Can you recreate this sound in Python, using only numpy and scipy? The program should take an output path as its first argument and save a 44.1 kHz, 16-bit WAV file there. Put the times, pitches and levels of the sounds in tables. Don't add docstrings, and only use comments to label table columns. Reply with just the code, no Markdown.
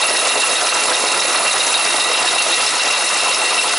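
import sys
import numpy as np
from scipy import signal
from scipy.fft import rfft, irfft, next_fast_len
from scipy.io import wavfile
from scipy.ndimage import uniform_filter1d

SR = 44100
rng = np.random.default_rng(int(sys.argv[2]) if len(sys.argv) > 2 else 0)


def undo_db(level):
    steps = np.asarray(level, float) / 20
    return 10 ** steps


def wav_out(sig):
    wavfile.write(sys.argv[1], SR, np.round(np.clip(np.atleast_2d(sig).T, -1, 1) * 32767).astype(np.int16))


N = 166698
CYCLE_HZ = 7.58


def evened(x):
    return x / np.sqrt(np.mean(x ** 2) + 1e-20)


def read(points, hz):
    f, value = np.transpose(points)
    return np.interp(np.log(hz + 1), np.log(f + 1), value)


def camera(curve):
    # (time [s], whine [dB], pan L-R [dB], closeness to the bed [dB],
    # facing the nearest horn gear [dB])
    motion = [
        (0, -30, 0, 6, 5),
        (.5, -32, 0, 0.5, 1.5),
        (1.1, -33.5, -0.5, 5.5, -0.5),
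        (1.7, -30.5, 0, 2, 1.5),
        (2.15, -35.5, 0.5, 4, -1),
        (2.6, -30, 0.5, 1, 3.5),
        (2.75, -37.5, 1, 0, -1),
        (3.3, -35.5, 1, 2, 4),
        (3.78, -33.5, 1.2, 1, 0.5),
    ]
    table = np.array(motion, float)
    column = ("time", "whine", "pan", "closeness", "facing").index(curve)
    return np.interp(np.arange(N) / SR, table[:, 0], table[:, column])


def ring(x, hz, width):
    radius, angle = np.exp(-np.pi * abs(width) / SR), 2 * np.pi * hz / SR
    return signal.lfilter([.5, 0, -.5], [1, -2 * radius * np.cos(angle), radius * radius], x)


def body(pitches, modes, drive):
    total = 0
    for hz, (width, db) in zip(pitches, modes):
        total = total + undo_db(db) * np.sqrt(abs(width)) * ring(drive(), hz, width)
    return evened(total)


def force(times, levels_db, blur_s):
    train = np.zeros(N)
    at = np.round(np.asarray(times) * SR).astype(int)
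    keep = (at >= 0) & (at < N)
    np.add.at(train, at[keep], undo_db(np.asarray(levels_db))[keep])
    t = np.arange(1500) / SR
    shape = np.minimum(t / 0.0027, 1) * np.exp(-t / blur_s)
    return abs(signal.oaconvolve(train, shape / np.linalg.norm(shape))[:N])


def beat(pattern, blur_s):
    jitter_s, spread_db = .004, 2.2
    place, db = np.transpose(pattern)
    chance = rng.standard_normal((30, len(place), 2))
    times = (np.arange(-1, 29)[:, None] + place) / CYCLE_HZ + jitter_s * chance[..., 0]
    levels_db = db + spread_db * chance[..., 1]
    return force(times.ravel(), levels_db.ravel(), blur_s)


def rattle():
    clicks_per_s, spread_db = 500, 3
    draw = rng.random((N, 3))
    hit = draw[:, 0] < clicks_per_s / SR
    strength = undo_db(-spread_db * np.log(draw[:, 2] + 0.0026))
    return evened(hit * np.sign(draw[:, 1] - .5) * strength)


def strikes(hits, pitches, modes, rise_s, blur_s):
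    reach_oct, detune, bounce_edge = .45, .005, 2.5
    t, out = np.arange(4000) / SR, np.zeros(N)
    shape = np.minimum(t / rise_s, 1) * np.exp(-t / blur_s)
    for s, peak_db, *spot_hz in hits:
        jolts = rng.standard_normal((len(modes), len(t)))
        chatter = shape * jolts * (abs(jolts) > bounce_edge)
        centre_hz = spot_hz[0] if spot_hz else pitches[0]
        near = np.exp(-.5 * (np.log2(np.array(pitches) / centre_hz) / reach_oct) ** 2)
        tune = 1 + detune * rng.standard_normal()
        sound = 0
        for gain, drive, hz, (width, db) in zip(near, chatter, pitches, modes):
            sound = sound + gain * undo_db(db) * np.sqrt(abs(width)) * ring(drive, hz * tune, width)
        part = out[int(s * SR):][:len(t)]
        part += (undo_db(peak_db) * sound / abs(sound).max())[:len(part)]
    return out


def workshop(x):
    common_db, wide_db, t60_s = -15, -15.5, .1
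    t = np.arange(12000) / SR
    present = rng.random((3, len(t))) < .05
    taps = rng.choice([-1., 1.], (3, len(t))) * present * undo_db(-60 * t / t60_s)
    taps = taps / np.linalg.norm(taps, axis=1, keepdims=True)
    echoes = undo_db(common_db) * taps[:1] + undo_db(wide_db) * taps[1:]
    return signal.fftconvolve(x[None], echoes, axes=1)[:, :N]


def roar():
    # (frequency [Hz], density [dB per Hz])
    spectrum = [(30, -4), (120, -22), (300, -16), (500, -8.5), (1400, -2), (1600, -5.5), (4600, -7),
                (10800, -11)]
    # (frequency [Hz], likeness [0-1])
    coherence = [(60, 1), (220, 0.95), (810, 0.86), (3000, 0.84), (11100, 0.92)]
    roar_db, patch_db, flicker_db, swell_db = -18.5, 1.3, 2.8, 0.04
    low_beat_db, low_beat_at, low_edge_hz = 2, 0.84, 850
    high_beat_db, high_beat_at = 0.5, 0.1
    frames, hz = N // 128 + 5, np.fft.rfftfreq(512, 1 / SR)
    a, b, c, d, patches, flicker = rng.standard_normal((frames, 257, 6)).T
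    patches = evened(uniform_filter1d(uniform_filter1d(patches, size=6, axis=0), size=16, axis=1))
    flicker = evened(uniform_filter1d(uniform_filter1d(flicker, size=60, axis=0), size=3, axis=1))

    t = np.arange(frames) * 128 / SR
    swell = evened(sum(np.sin(2 * np.pi * (f * t + rng.random())) / np.sqrt(f)
                       for f in np.geomspace(.5, 8, num=20)))
    low = 1 / (1 + (hz[:, None] / low_edge_hz) ** 4)
    low_pulse = low_beat_db * np.cos(2 * np.pi * (CYCLE_HZ * t - low_beat_at))
    high_pulse = high_beat_db * np.cos(2 * np.pi * (CYCLE_HZ * t - high_beat_at))
    pulse = low * low_pulse + (1 - low) * high_pulse

    same = np.clip(read(coherence, hz), -1, 1)[:, None]
    left = a + 1j * b
    right = same * left + np.sqrt(1 - same ** 2) * (c + 1j * d)
    level_db = patch_db * patches + flicker_db * flicker + swell_db * swell + pulse
    x = signal.istft(np.array([left, right]) * undo_db(level_db), nperseg=512, noverlap=384)[1][:, :N]
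    colour = undo_db(read(spectrum, np.fft.rfftfreq(N, 1 / SR)))
    return undo_db(roar_db) * evened(irfft(rfft(x) * colour, N))


def wavering(hz, width):
    noise = ring(ring(rng.standard_normal(N), hz, width), hz, 4 * width)
    line = signal.hilbert(evened(noise), next_fast_len(N))[:N]
    return evened((line / (abs(line) + .05) ** .3).real)


def whine():
    line_hz = [9767, 9802, 9885, 9935, 9962, 9998, 10034, 10070, 10190]
    # (width [Hz], level [dB rms])
    lines = [(22, -47), (12, -36), (30, -58), (30, -41), (12, -34.5), (14, -34.5), (14, -41), (40, -74),
             (16, -41.5)]
    direct = sum(undo_db(db) * wavering(hz, width) for hz, (width, db) in zip(line_hz, lines))
    scattered = np.roll(direct, N // 2)
    both = direct + undo_db(-14.5) * np.array([[1], [-1]]) * scattered
    return both * undo_db(camera("whine") + 34.5)


def ticks():
    # (time [s], peak level [dB])
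    latch_ticks = [(0.27, -19), (0.7901, -28), (0.8345, -19.5), (1.115, -26), (1.3264, -26), (1.4411, -26),
                   (1.6646, -21), (2.1176, -37), (2.4197, -21), (3.0889, -23), (3.4481, -33), (3.5399, -32),
                   (3.7314, -25)]
    tick_db, patter_db, t60_s = 34, -29, .08
    s, db = np.transpose(latch_ticks)
    patter_force = signal.oaconvolve(abs(rattle()), np.exp(-np.arange(300) / 60))[:N]
    patter = evened(patter_force * rng.standard_normal(N))
    latches = force(s, db + tick_db, t60_s / np.log(1000)) * rng.standard_normal(N)
    band = signal.butter(2, [4400, 9800], "band", fs=SR, output="sos")
    return signal.sosfilt(band, latches + undo_db(patter_db) * patter)


def steel():
    steel_hz = [1950, 1990, 2095, 2410, 2660, 2735, 2880, 3820, 4220, 5250]
    # (width [Hz], level [dB])
    steel_modes = [(26, -1), (46.7, -10), (10.9, -9), (74, -5.5), (79.5, -11), (41, -9), (50, -39),
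                   (59.6, 1.5), (60.6, -3), (244, -3)]
    # (place [0-1 cycle], level [dB])
    clink_beat = [
        (.13, 2),
        (.19, 13),
        (.31, 3),
        (.43, 0),
        (.62, 1),
        (.82, 7),
    ]
    # (time [s], peak level [dB])
    low_clinks = [(0.0232, -12), (0.159, -18), (0.188, -16), (0.3157, -10), (0.3701, -17), (0.4176, -9.5),
                  (0.5462, -22), (0.8345, -28), (0.9562, -16), (1.0789, -29), (1.1083, -13.5), (1.28, -20),
                  (1.4553, -11), (1.6023, -14), (1.8576, -13), (1.9155, -13), (1.9957, -14),
                  (2.0722, -12.5), (2.1314, -12), (2.167, -13), (2.2677, -13), (2.3803, -7.5),
                  (2.4817, -14), (2.5067, -12), (2.5305, -17), (2.614, -23), (2.664, -28), (2.7397, -26),
                  (2.8, -10), (2.8983, -9.5), (2.9594, -17), (3.018, -28), (3.0826, -15), (3.143, -12.5),
                  (3.1981, -15), (3.3074, -26), (3.4126, -21), (3.4456, -22), (3.4855, -13), (3.5104, -15),
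                  (3.541, -17), (3.5775, -6.5), (3.619, -22), (3.6565, -21), (3.7537, -23)]
    # (time [s], peak level [dB])
    high_clinks = [(0.0174, -9), (0.1092, -23), (0.2838, -11), (0.3127, -26), (0.409, -10), (0.5043, -23),
                   (0.5521, -9.5), (0.6799, -19), (0.8729, -21), (0.8989, -22), (0.9393, -9.5),
                   (1.0735, -12), (1.1034, -14), (1.1902, -12), (1.2895, -19), (1.3314, -20), (1.4731, -17),
                   (1.5075, -13), (1.5983, -8), (1.7394, -7.5), (1.8597, -9.5), (1.9001, -14.5),
                   (1.9999, -7), (2.0368, -9), (2.0951, -19), (2.1355, -11), (2.2737, -7), (2.3436, -19),
                   (2.38, -8.5), (2.5207, -9), (2.5631, -26), (2.6165, -15), (2.6688, -9), (2.6978, -19),
                   (2.7257, -16), (2.7926, -10), (2.8799, -11), (2.9342, -12), (2.9642, -31), (3.0624, -18),
                   (3.1946, -10), (3.2445, -25), (3.2954, -26), (3.3218, -12), (3.3862, -22), (3.4171, -21),
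                   (3.4376, -19), (3.4984, -17), (3.5813, -11), (3.7229, -19)]
    # (time [s], peak level [dB])
    cap_clinks = [(0.3711, -29), (0.5287, -27), (0.5716, -20), (0.636, -14), (0.6873, -11.5), (1.064, -21),
                  (1.1528, -25), (1.339, -25), (1.3803, -27), (1.477, -24), (1.6292, -15), (1.7534, -26),
                  (1.9584, -19), (2.0348, -22), (2.0757, -31), (2.1316, -22), (2.2258, -19), (2.2967, -13),
                  (2.389, -14), (2.4862, -28), (2.5391, -14), (2.6075, -22), (3.5917, -22), (3.7334, -15)]
    # (time [s], peak level [dB])
    guide_clinks = [(0.4988, -22), (0.9338, -24), (1.0635, -17), (1.1992, -16), (1.5938, -20),
                    (2.1236, -24), (2.2513, -22), (2.5227, -20), (2.659, -13), (2.7871, -23), (2.9921, -19),
                    (3.0744, -20), (3.1847, -19), (3.243, -25), (3.3353, -14), (3.6082, -20), (3.7075, -20)]
    clink_db, rattle_db, gear_db, closeness_lean = -33, -26, -3.5, -0.075
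    pitches, modes = np.array(steel_hz), np.array(steel_modes)
    gear = np.isin(np.arange(len(modes)), (4, 5))
    out = 0
    for rows, db in ((gear, gear_db + camera("facing")), (~gear, closeness_lean * camera("closeness"))):
        handover = beat(clink_beat, 0.0051)
        clinks = body(pitches[rows], modes[rows], lambda: handover * rng.standard_normal(N))
        loose = body(pitches[rows], modes[rows], rattle)
        out = out + undo_db(db) * (undo_db(clink_db) * clinks + undo_db(rattle_db) * loose)
    # (hits, level [dB], mode row)
    parts = ((low_clinks, -3, 5), (high_clinks, -3.5, 7), (cap_clinks, -6.5, 8), (guide_clinks, 4, 9))
    for hits, db, row in parts:
        out = out + undo_db(db) * strikes(hits, [steel_hz[row]], [steel_modes[row]], rise_s=.0026, blur_s=.02)
    return out


def bed():
    bed_hz = [145, 270, 344, 427, 520, 640, 730, 850, 1000, 1200, 1320, 1440]
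    # (width [Hz], level [dB])
    bed_modes = [(20, -21), (40, -10.5), (18.1, -5.5), (16.9, -0.5), (35.3, 0.5), (73.5, 4), (43, 3.5),
                 (53, 2.5), (58, 4), (68.5, 2.5), (42.3, 3), (60, -11.5)]
    # (place [0-1 cycle], level [dB])
    knock_beat = [
        (.65, 0),
        (.83, 0),
        (.02, -2.5),
        (.24, -8),
        (.44, -9),
    ]
    # (time [s], peak level [dB], pitch of the struck spot [Hz])
    hard_knocks = [(0.085, -10, 729), (0.138, -12, 655), (0.224, -13.5, 501), (0.299, -16, 1020),
                   (0.353, -5.5, 573), (0.43, -9, 1290), (0.488, -11.5, 560), (0.617, -9, 654),
                   (0.666, -14.5, 1200), (0.72, -12, 1320), (0.861, -26, 1230), (0.913, -24, 584),
                   (1.005, -13, 720), (1.087, -12.5, 985), (1.144, -24, 754), (1.315, -15, 705),
                   (1.347, -12.5, 656), (1.391, -9, 720), (1.43, -15, 654), (1.544, -9.5, 988),
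                   (1.783, -10, 861), (1.882, -18, 1140), (1.939, -9, 750), (2.012, -17.5, 1010),
                   (2.09, -11, 537), (2.144, -15, 990), (2.181, -11, 867), (2.253, -14, 969),
                   (2.328, -14, 1000), (2.46, -12, 830), (2.582, -12, 1270), (2.619, -11.5, 1340),
                   (2.756, -9.5, 980), (2.84, -12.5, 890), (2.942, -15, 1020), (2.984, -15, 802),
                   (3.123, -14, 1240), (3.224, -13, 730), (3.256, -8.5, 977), (3.36, -26, 719),
                   (3.392, -14, 918), (3.461, -23, 1030), (3.516, -10, 1070), (3.638, -9, 1000),
                   (3.76, -31, 1300)]
    knock_db, rattle_db, hard_db = -34, -29.5, -4
    swell_db, swell_at = 0.5, 0.84
    hard = strikes(hard_knocks, bed_hz[3:11], bed_modes[3:11], rise_s=.0037, blur_s=.025)
    handover = beat(knock_beat, 0.0059)
    swell = undo_db(swell_db * np.cos(2 * np.pi * (CYCLE_HZ * np.arange(N) / SR - swell_at)))
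    knocks = body(bed_hz, bed_modes, lambda: handover * rng.standard_normal(N))
    loose = body(bed_hz, bed_modes, lambda: swell * rattle())
    regular = undo_db(knock_db) * knocks + undo_db(rattle_db) * loose
    return regular * undo_db(camera("closeness")) + undo_db(hard_db) * hard


def scene():
    near = bed() + steel() + ticks()
    return near + workshop(near) + roar() + whine()


def port_balance(x):
    # (frequency [Hz], L-R [dB])
    tilt = [(300, 0.5), (610, 0), (1090, -1.5), (1940, -1.5), (4000, -0.2), (10000, -1.3)]
    side, hz = np.array([[.5], [-.5]]), np.fft.rfftfreq(N, 1 / SR)
    x = irfft(rfft(x) * undo_db(side * read(tilt, hz)), N)
    pan = camera("pan")
    return x * undo_db(side * (pan - pan.mean()))


def gain_control(x):
    target_db, share, window_s = -13.5, 0.27, 0.014
    power = uniform_filter1d((x ** 2).mean(0), int(window_s * SR))
    power_db = 10 * np.log10(abs(power) + 1e-12)
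    return x / undo_db(share * (power_db - target_db))


def overload(x):
    ceiling, lopsided = .75, 0.07
    return ceiling * np.tanh(x / ceiling) + lopsided * (x ** 2 - (x ** 2).mean())


def band_limit(x):
    spill_s = [.52, .61, .76, .93, .98, 1.21, 1.33, 1.39, 1.59, 2.12, 2.4, 2.52, 2.64, 2.94, 3.09, 3.25,
               3.44, 3.52, 3.62]
    edge_hz, spill_hz, spill_db, spill_length_s = 11030, 11290, -7, .016
    z, hz, t = rfft(x), np.fft.rfftfreq(N, 1 / SR), np.arange(N) / SR
    gate = sum(np.exp(-((t - s) / spill_length_s) ** 4) for s in spill_s)
    top = irfft(z.mean(0) * (hz >= edge_hz) * (hz < spill_hz), N) * gate
    return irfft(z * (hz < edge_hz), N) + undo_db(spill_db) * top


def top_cut(x):
    return signal.sosfilt(signal.butter(12, 11660, fs=SR, output="sos"), x)


def record(dry):
    x = gain_control(port_balance(dry))
    x = signal.sosfilt(signal.butter(2, 143, "high", fs=SR, output="sos"), x)
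    mix = band_limit(overload(x))
    return top_cut(mix)


dry = scene()
out = record(dry)
wav_out(out)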